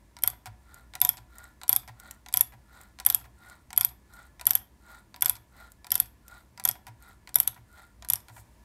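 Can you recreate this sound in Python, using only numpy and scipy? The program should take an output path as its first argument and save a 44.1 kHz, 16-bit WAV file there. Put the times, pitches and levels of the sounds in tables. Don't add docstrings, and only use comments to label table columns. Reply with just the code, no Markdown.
import sys
import numpy as np
from scipy import signal
from scipy.fft import rfft, irfft, next_fast_len
from scipy.io import wavfile
from scipy.ndimage import map_coordinates

SR = 44100
rng = np.random.default_rng(int(sys.argv[2]) if len(sys.argv) > 2 else 0)


def master_out(mix):
    frames = np.transpose(np.atleast_2d(mix))
    ceiling = np.clip(frames, -1, 1)
    pcm = np.round(ceiling * 32767).astype(np.int16)
    wavfile.write(sys.argv[1], SR, pcm)


N = 381024
TIME = np.arange(N) / SR
AGE = np.arange(SR // 6) / SR

# hand_reverses_s, play_time_s (until the slack is taken up), catch_db, load_on_tap_db
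BACK_SWINGS = [(0.167, 0.021, -44, 0.5), (0.937, .016, -29.5, 3), (1.615, 0.019, -33.5, -0.5),
               (2.262, 0.024, -37.5, -1.5), (2.988, 0.012, -31.5, 0), (3.705, 0.025, -31.5, -1),
               (4.396, 0.016, -32.5, -0.5), (5.143, .019, -40, 2.5), (5.845, .023, -38.5, -3),
               (6.576, 0.022, -33, 2), (7.274, 0.018, -41.5, -0.5), (8.024, .024, -38.5, -4)]
# greatest_force_s, rasp_db, nominal_length_s
FORWARD_STROKES = [(0.752, -61, 0.19), (1.412, -58, 0.19), (2.069, -57, 0.17), (2.782, -58.5, 0.19),
                   (3.492, -57, 0.18), (4.19, -56.5, 0.16), (4.927, -55.5, 0.16), (5.618, -57, 0.16),
                   (6.342, -57, 0.15), (7.076, -57.5, 0.13), (7.795, -60, 0.18)]
# start_s, clack_db, knock_db
SETTLINGS = [(0.458, -36.5, -36), (1.171, -40, -45.5), (1.877, -43, -39.5), (2.522, -62, -45.5),
             (3.199, -50, -51), (3.242, -54, -45.5), (5.354, -40, -50), (6.868, -41.5, -39.5),
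             (7.562, -68, -46.5), (8.284, -47, -44), (8.364, -55, -43)]
# frequency_hz, level_db (per Hz)
CLACK_COLOUR = [(200, -25), (800, -19.5), (2200, -0.5), (2900, -7), (4000, -1), (5800, -3), (7000, -4),
                (8400, 2), (10100, -8.5), (11400, 2), (13200, -6.5), (15500, -22.5), (16800, -26)]
# frequency_hz, level_db (per Hz)
CHIP_COLOUR = [(250, -25), (1400, -9.5), (2800, -13.5), (6200, -7.5), (7200, -1.5), (8600, 2), (10400, -8),
               (11200, 0), (15000, -6), (16600, -25)]
SEAT_S = 0.014


def amp(db):
    return 10 ** (np.asarray(db) / 20)


def unit(x):
    return x / np.sqrt(np.mean(x ** 2) + 1e-20)


def blow(x):
    return x * np.sqrt(SR / 1000 / (np.sum(x ** 2) + 1e-20))


def fade(t60):
    return amp(-60 * AGE / t60)


def along(points, hz):
    f, v = np.transpose(points)
    return np.interp(np.log(hz + 1), np.log(f + 1), v)


def curve(rows):
    return amp(np.interp(TIME, *np.transpose(rows), left=-200, right=-200))


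def wobble(rate):
    knots = rng.standard_normal(int(N * rate / SR) + 4)
    return map_coordinates(knots, [TIME * rate])


def filtered(x, response):
    size = next_fast_len(N + SR // 2)
    hz = np.fft.rfftfreq(size, 1 / SR)
    return irfft(rfft(x, size) * response(hz), size)[:N]


def noise(spectrum, grain_db=0):
    grit = rng.standard_normal(N) * amp(grain_db * wobble(900))
    return unit(filtered(grit, lambda hz: amp(along(spectrum, hz))))


def band(centre_hz, width_hz):
    slow = filtered(rng.standard_normal(N), lambda hz: 1 / (1 + (2 * hz / width_hz) ** 2))
    quarter = np.roll(slow, N // 2)
    phase = 2 * np.pi * np.cumsum(centre_hz * np.ones(N)) / SR
    return unit(slow * np.cos(phase) + quarter * np.sin(phase))


def burst(spectrum, t60):
    size = len(AGE)
    log_gain = np.log(amp(along(spectrum, np.fft.rfftfreq(size, 1 / SR))))
    cepstrum = irfft(log_gain, size)
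    cepstrum[1:size // 2] *= 2
    cepstrum[size // 2 + 1:] = 0
    puff = rng.standard_normal(size) * fade(t60)
    return blow(irfft(np.exp(rfft(cepstrum)) * rfft(puff), size))


def ring(modes, attack, scatter_db, detune):
    chance = rng.standard_normal((len(modes), 3))
    tones = 0
    for (hz, db, t60), (strength, shift, sign) in zip(modes, chance):
        gain = np.sign(sign) * amp(db + scatter_db * strength)
        tones = tones + gain * fade(t60) * np.sin(2 * np.pi * hz * (1 + detune * shift) * AGE)
    return blow(tones * (1 - np.exp(-AGE / attack)))


def add(track, s, sound):
    part = track[max(round(s * SR), 0):][:len(sound)]
    part += sound[:len(part)]


def ratchet():
    # frequency_hz, level_db (per Hz)
    crack_colour = [(200, -7), (500, -18.5), (1400, -2), (2800, -3.5), (3400, -1), (4100, -5.5),
                    (5400, 2.5), (6600, -1), (8400, 6.5), (9700, -1), (13500, -1.5), (15500, -9),
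                    (16800, -14)]
    tick_colour = [(300, -15), (1000, -17.5), (3000, -17), (4500, -11.5), (5400, -2.5), (6800, -13.5),
                   (8200, -7), (10300, -1.5), (11700, 2), (14000, -11), (15500, -19.5), (16800, -32)]
    # frequency_hz, level_db (per Hz)
    head_colour = [(9500, -50), (11150, -9.5), (11750, -1), (12250, -14), (14000, -50.5)]
    # frequency_hz, level_db, t60_s
    wrench_modes = [(3414, 4.5, 0.0095), (3290, -18.5, .035), (3546, -17.5, 0.041), (8770, -7, 0.017)]
    out = np.zeros(N)
    for s, ping_db, hz, crack_db, ring_db, knock_db in drops():
        shift, strength = rng.standard_normal(2)
        add(out, s - 0.0022, amp(crack_db - 11.5) * burst(CLACK_COLOUR, t60=0.02))
        shifted = [(f * (1 + 0.012 * shift), db) for f, db in head_colour]
        song = amp(-22 + 2 * strength) * burst(shifted, t60=0.14)
        add(out, s, amp(ping_db + 1.0) * (ping(hz, rebound=0.00092, rebound_db=-3) + song))
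        add(out, s, amp(crack_db + 2.0) * burst(crack_colour, t60=0.01))
        body = ring(wrench_modes, attack=0.00094, scatter_db=2, detune=0.028)
        add(out, s + 0.0005, amp(ring_db) * body)
        add(out, s + 0.001, amp(knock_db - 3.0) * knock())
    for s, db in ticks():
        add(out, s, amp(db - 2.0) * burst(tick_colour, t60=0.0068))
    return out


def ping(hz, rebound, rebound_db):
    swell = AGE * np.exp(-AGE / 0.00026)
    late, pitch = rng.uniform(-1, 1, 2)
    out = swell * np.sin(2 * np.pi * hz * AGE)
    second = swell * np.sin(2 * np.pi * hz * (1 + 0.025 * pitch) * AGE)
    add(out, rebound * (1 + 0.27 * late), amp(rebound_db) * second)
    return blow(out)


def knock():
    # frequency_hz, level_db, t60_s
    vise_modes = [(619, -18, 0.091), (741.6, -0.5, 0.1), (914, -14.5, 0.019), (977, -4.5, 0.12),
                  (1119, -12, 0.018), (1384, 2, 0.043), (1947, 6.5, 0.023), (2255, -3.5, 0.037),
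                  (2395, 5, 0.017)]
    # frequency_hz, level_db (per Hz)
    clatter_colour = [(120, -19.5), (280, -11), (470, -12.5), (700, 1.5), (980, 7), (1200, -5), (1450, -1),
                      (2200, -4), (2900, -11), (6000, -18)]
    modes = ring(vise_modes, attack=0.0025, scatter_db=2.5, detune=0.012)
    return amp(-4) * modes + amp(-2.5) * burst(clatter_colour, t60=0.054)


def swing_clicks():
    # start_s, level_db
    click_rows = [(0.2366, -11), (0.2758, -10.5), (1.016, -6.5), (1.0497, -11), (1.0914, -8), (1.6937, -6),
                  (1.729, -11.5), (1.7626, -9.5), (2.3401, -11.5), (2.3723, -10.5), (2.4097, -5.5),
                  (3.064, -4.5), (3.101, -11.5), (3.147, -8.5), (3.777, -6), (3.8104, -13.5),
                  (3.8482, -8.5), (4.4685, -5.5), (4.508, -9.5), (4.5531, -8), (5.2228, -9.5),
                  (5.259, -11.5), (5.2965, -10), (5.9188, -11), (5.9548, -12.5), (6.001, -8),
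                  (6.6525, -9.5), (6.6888, -11), (7.3572, -4.5), (7.4015, -8), (7.4761, -11.5),
                  (8.101, -11), (8.135, -12)]
    swing_s = 0.3
    return [[(s, db) for s, db in click_rows if start < s < start + swing_s]
            for start, *_ in BACK_SWINGS]


def drops():
    # ping_hz, crack_db, wrench_ring_db, knock_db
    teeth = [(11770, -21.5, -25, -24.5), (11800, -21.5, -29.5, -28), (11670, -22.5, -28.5, -32)]
    ping_scatter = 0.0055
    rows = []
    for (*_, load_db), clicks in zip(BACK_SWINGS, swing_clicks()):
        for (s, db), (hz, crack_db, ring_db, knock_db) in zip(clicks, teeth):
            ping_hz = hz * (1 + ping_scatter * rng.standard_normal())
            rows.append((s, db, ping_hz, crack_db, ring_db + load_db, knock_db + load_db))
    return rows


def ticks():
    first_lead_s = 0.0134
    later_lead = 0.345
    tick_db, scatter_db = -29.5, 2.5
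    rise_db_per_s = 0.69
    times = []
    for (first, _), (second, _), *_ in swing_clicks():
        climb = (1 - later_lead) * (second - first)
        times += [first - first_lead_s, first + climb, second + climb]
    return [(s, tick_db + rise_db_per_s * s + scatter_db * rng.standard_normal()) for s in times]


def rattle(spread_s, below_db, knock_below_db):
    out = np.zeros(N)
    for s, _, _, crack_db, _, knock_db in drops():
        for when, size in rng.uniform(size=(3, 2)):
            bounce_db = crack_db + below_db - 23 * size - 8.4 * when
            add(out, s + 0.0046 + spread_s * when, amp(bounce_db) * burst(CLACK_COLOUR, t60=0.027))
        add(out, s + spread_s * rng.uniform(), amp(knock_db + knock_below_db) * knock())
    return out


def slack():
    out = np.zeros(N)
    for s, clack_db, knock_db, bright_db in contacts():
        colour = [(hz, db + bright_db * np.log2(max(hz, 4500) / 4500)) for hz, db in CLACK_COLOUR]
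        clack = amp(clack_db + 0.5) * burst(colour, t60=0.011)
        add(out, s, clack + amp(knock_db + 1.5) * knock())
    return out


def contacts():
    # clack_db, knock_db, brightness_db_per_octave
    reversal = (-39.5, -41.5, -11)
    catch_knock_db, catch_bright_db = -3, -1
    seat_clack_db, seat_bright_db = -9.5, -6
    chatter_db = -5.5
    rows = []
    for s, play_s, db, _ in BACK_SWINGS:
        rows.append((s, *reversal))
        rows.append((s + play_s, db, db + catch_knock_db, catch_bright_db))
    for s, clack_db, knock_db in SETTLINGS:
        rows.append((s, clack_db, knock_db, 0))
        rows.append((s + SEAT_S, clack_db + seat_clack_db, knock_db, seat_bright_db))
        for when in rng.uniform(size=2):
            rows.append((s + SEAT_S * when, clack_db + chatter_db, knock_db + chatter_db, seat_bright_db))
    return rows


def cutting():
    # frequency_hz, level_db (per Hz)
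    rasp_colour = [(200, -20.5), (500, -7.5), (740, 3), (1150, -0.5), (1650, -6), (1900, 3.5), (2300, -7),
                   (2800, -17.5), (3900, -4.5), (5800, -19.5), (8300, -12.5), (10200, -26), (11500, -18.5),
                   (15500, -21.5)]
    force = stroke_force(stretch=0.94)
    load = force / force.max()
    resonance = band(1395 + 25 * load + 12 * wobble(14), width_hz=112)
    out = amp(1.3) * force * resonance
    out += amp(-0.5) * force * amp(1.2 * wobble(31)) * noise(rasp_colour, grain_db=3.5)
    out += amp(-10) * stroke_force(stretch=1.2) * crumbs(rate=460)
    for s, db in chips():
        add(out, s, amp(db - 2.3) * burst(CHIP_COLOUR, t60=0.011))
    return out


def stroke_force(stretch):
    return sum(amp(db - 10 * (2 * (TIME - s) / (length * stretch)) ** 2)
               for s, db, length in FORWARD_STROKES)


def crumbs(rate):
    out, age = np.zeros(N), AGE[:SR // 500]
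    for when, size, pitch in rng.uniform(size=(int(rate * N / SR), 3)):
        hz = 6500 + 8500 * pitch
        grain = np.exp(-age / 0.00016) * np.sin(2 * np.pi * hz * age)
        add(out, when * N / SR, amp(22 * size ** 2) * grain)
    return unit(filtered(out, lambda hz: amp(along(CHIP_COLOUR, hz))))


def chips():
    # start_s, level_db
    large_chips = [(0.7434, -38), (1.384, -35.5), (1.4412, -40.5), (1.9994, -37), (2.1104, -29),
                   (2.8131, -41), (3.4983, -41.5), (5.7191, -41), (6.2813, -37.5)]
    small_db, scatter_db = -48.5, 3.5
    spread = 0.23
    rows = list(large_chips)
    for s, _, length in FORWARD_STROKES:
        when = s + spread * length * rng.standard_normal()
        rows.append((when, small_db + scatter_db * rng.standard_normal()))
    return rows


def handling():
    # time_s, level_db
    slide_level = [(8.27, -89.5), (8.33, -63.5), (8.4, -56), (8.45, -82)]
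    out = curve(slide_level) * noise(CHIP_COLOUR, grain_db=1)
    for s, db in jolts():
        swell = np.sin(np.pi * np.minimum(AGE / 0.11, 1)) * fade(0.2)
        thud_hz = 114 + 6 * rng.standard_normal()
        add(out, s, amp(db + 14.0) * swell * np.sin(2 * np.pi * thud_hz * AGE))
    return out


def jolts():
    first_db, last_db = -52, -54
    seat_db = -9
    rows = [(s + SEAT_S, knock_db + seat_db) for s, _, knock_db in SETTLINGS]
    for clicks in swing_clicks():
        rows += [(clicks[0][0], first_db), (clicks[-1][0], last_db)]
    return rows


def workshop(x, echo_s, echo_db, wet_db):
    # frequency_hz, t60_s
    room_decay = [(150, 0.64), (1000, 0.39), (3400, 0.27), (7000, 0.2), (11700, 0.19), (16000, 0.34)]
    out = x + amp(echo_db) * filtered(x, lambda hz: np.exp(-2j * np.pi * hz * echo_s))
    spill = amp(wet_db) * filtered(x, lambda hz: 1 / np.hypot(1, hz / 6000))
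    for start in range(0, N, SR // 4):
        hz, t, z = signal.stft(rng.standard_normal(SR // 2), SR, nperseg=256)
        decay = amp(-60 * t / along(room_decay, hz)[:, None])
        tail = signal.istft(z * decay, SR, nperseg=256)[1]
        wet = signal.fftconvolve(spill[start:start + SR // 4], tail / np.linalg.norm(tail))
        add(out, start / SR + 0.0025, wet)
    return out


def background():
    # frequency_hz, level_db (per Hz)
    rumble_colour = [(22, -36.5), (38, -9), (60, 7.5), (80, -5.5), (125, -7), (165, -15.5), (200, -9),
                     (250, -15), (330, -15), (450, -27), (900, -60.5)]
    air_colour = [(100, 0), (450, -3.5), (650, 1.5), (780, -5.5), (950, 3.5), (1300, -9), (2000, -7),
                  (3000, -13.5), (6000, -14), (9000, -14), (12000, -16.5), (15500, -19.5), (16200, -47)]
    # time_s, level_db
    hiss_level = [(0, -67.5), (8.15, -68), (8.25, -64.5), (8.64, -65)]
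    rumble = amp(-58.0) * noise(rumble_colour)
    hiss = curve(hiss_level) * noise(air_colour)
    whine = amp(-79.5) * band(1720, width_hz=14)
    return rumble + hiss + whine


def scene():
    work = ratchet() + rattle(spread_s=0.07, below_db=-14, knock_below_db=-14) + slack() + cutting()
    return (workshop(work, echo_s=0.0049, echo_db=-16.5, wet_db=-11.5) + handling() + background())[None]


def record(dry):
    top_hz = 16900
    held = dry[0] / (1 + np.abs(dry[0]) ** 8) ** (1 / 8)
    return filtered(held, lambda hz: np.clip((top_hz - hz) / 1300, 0, 1) ** 2)[None]


dry = scene()
out = record(dry)
master_out(out)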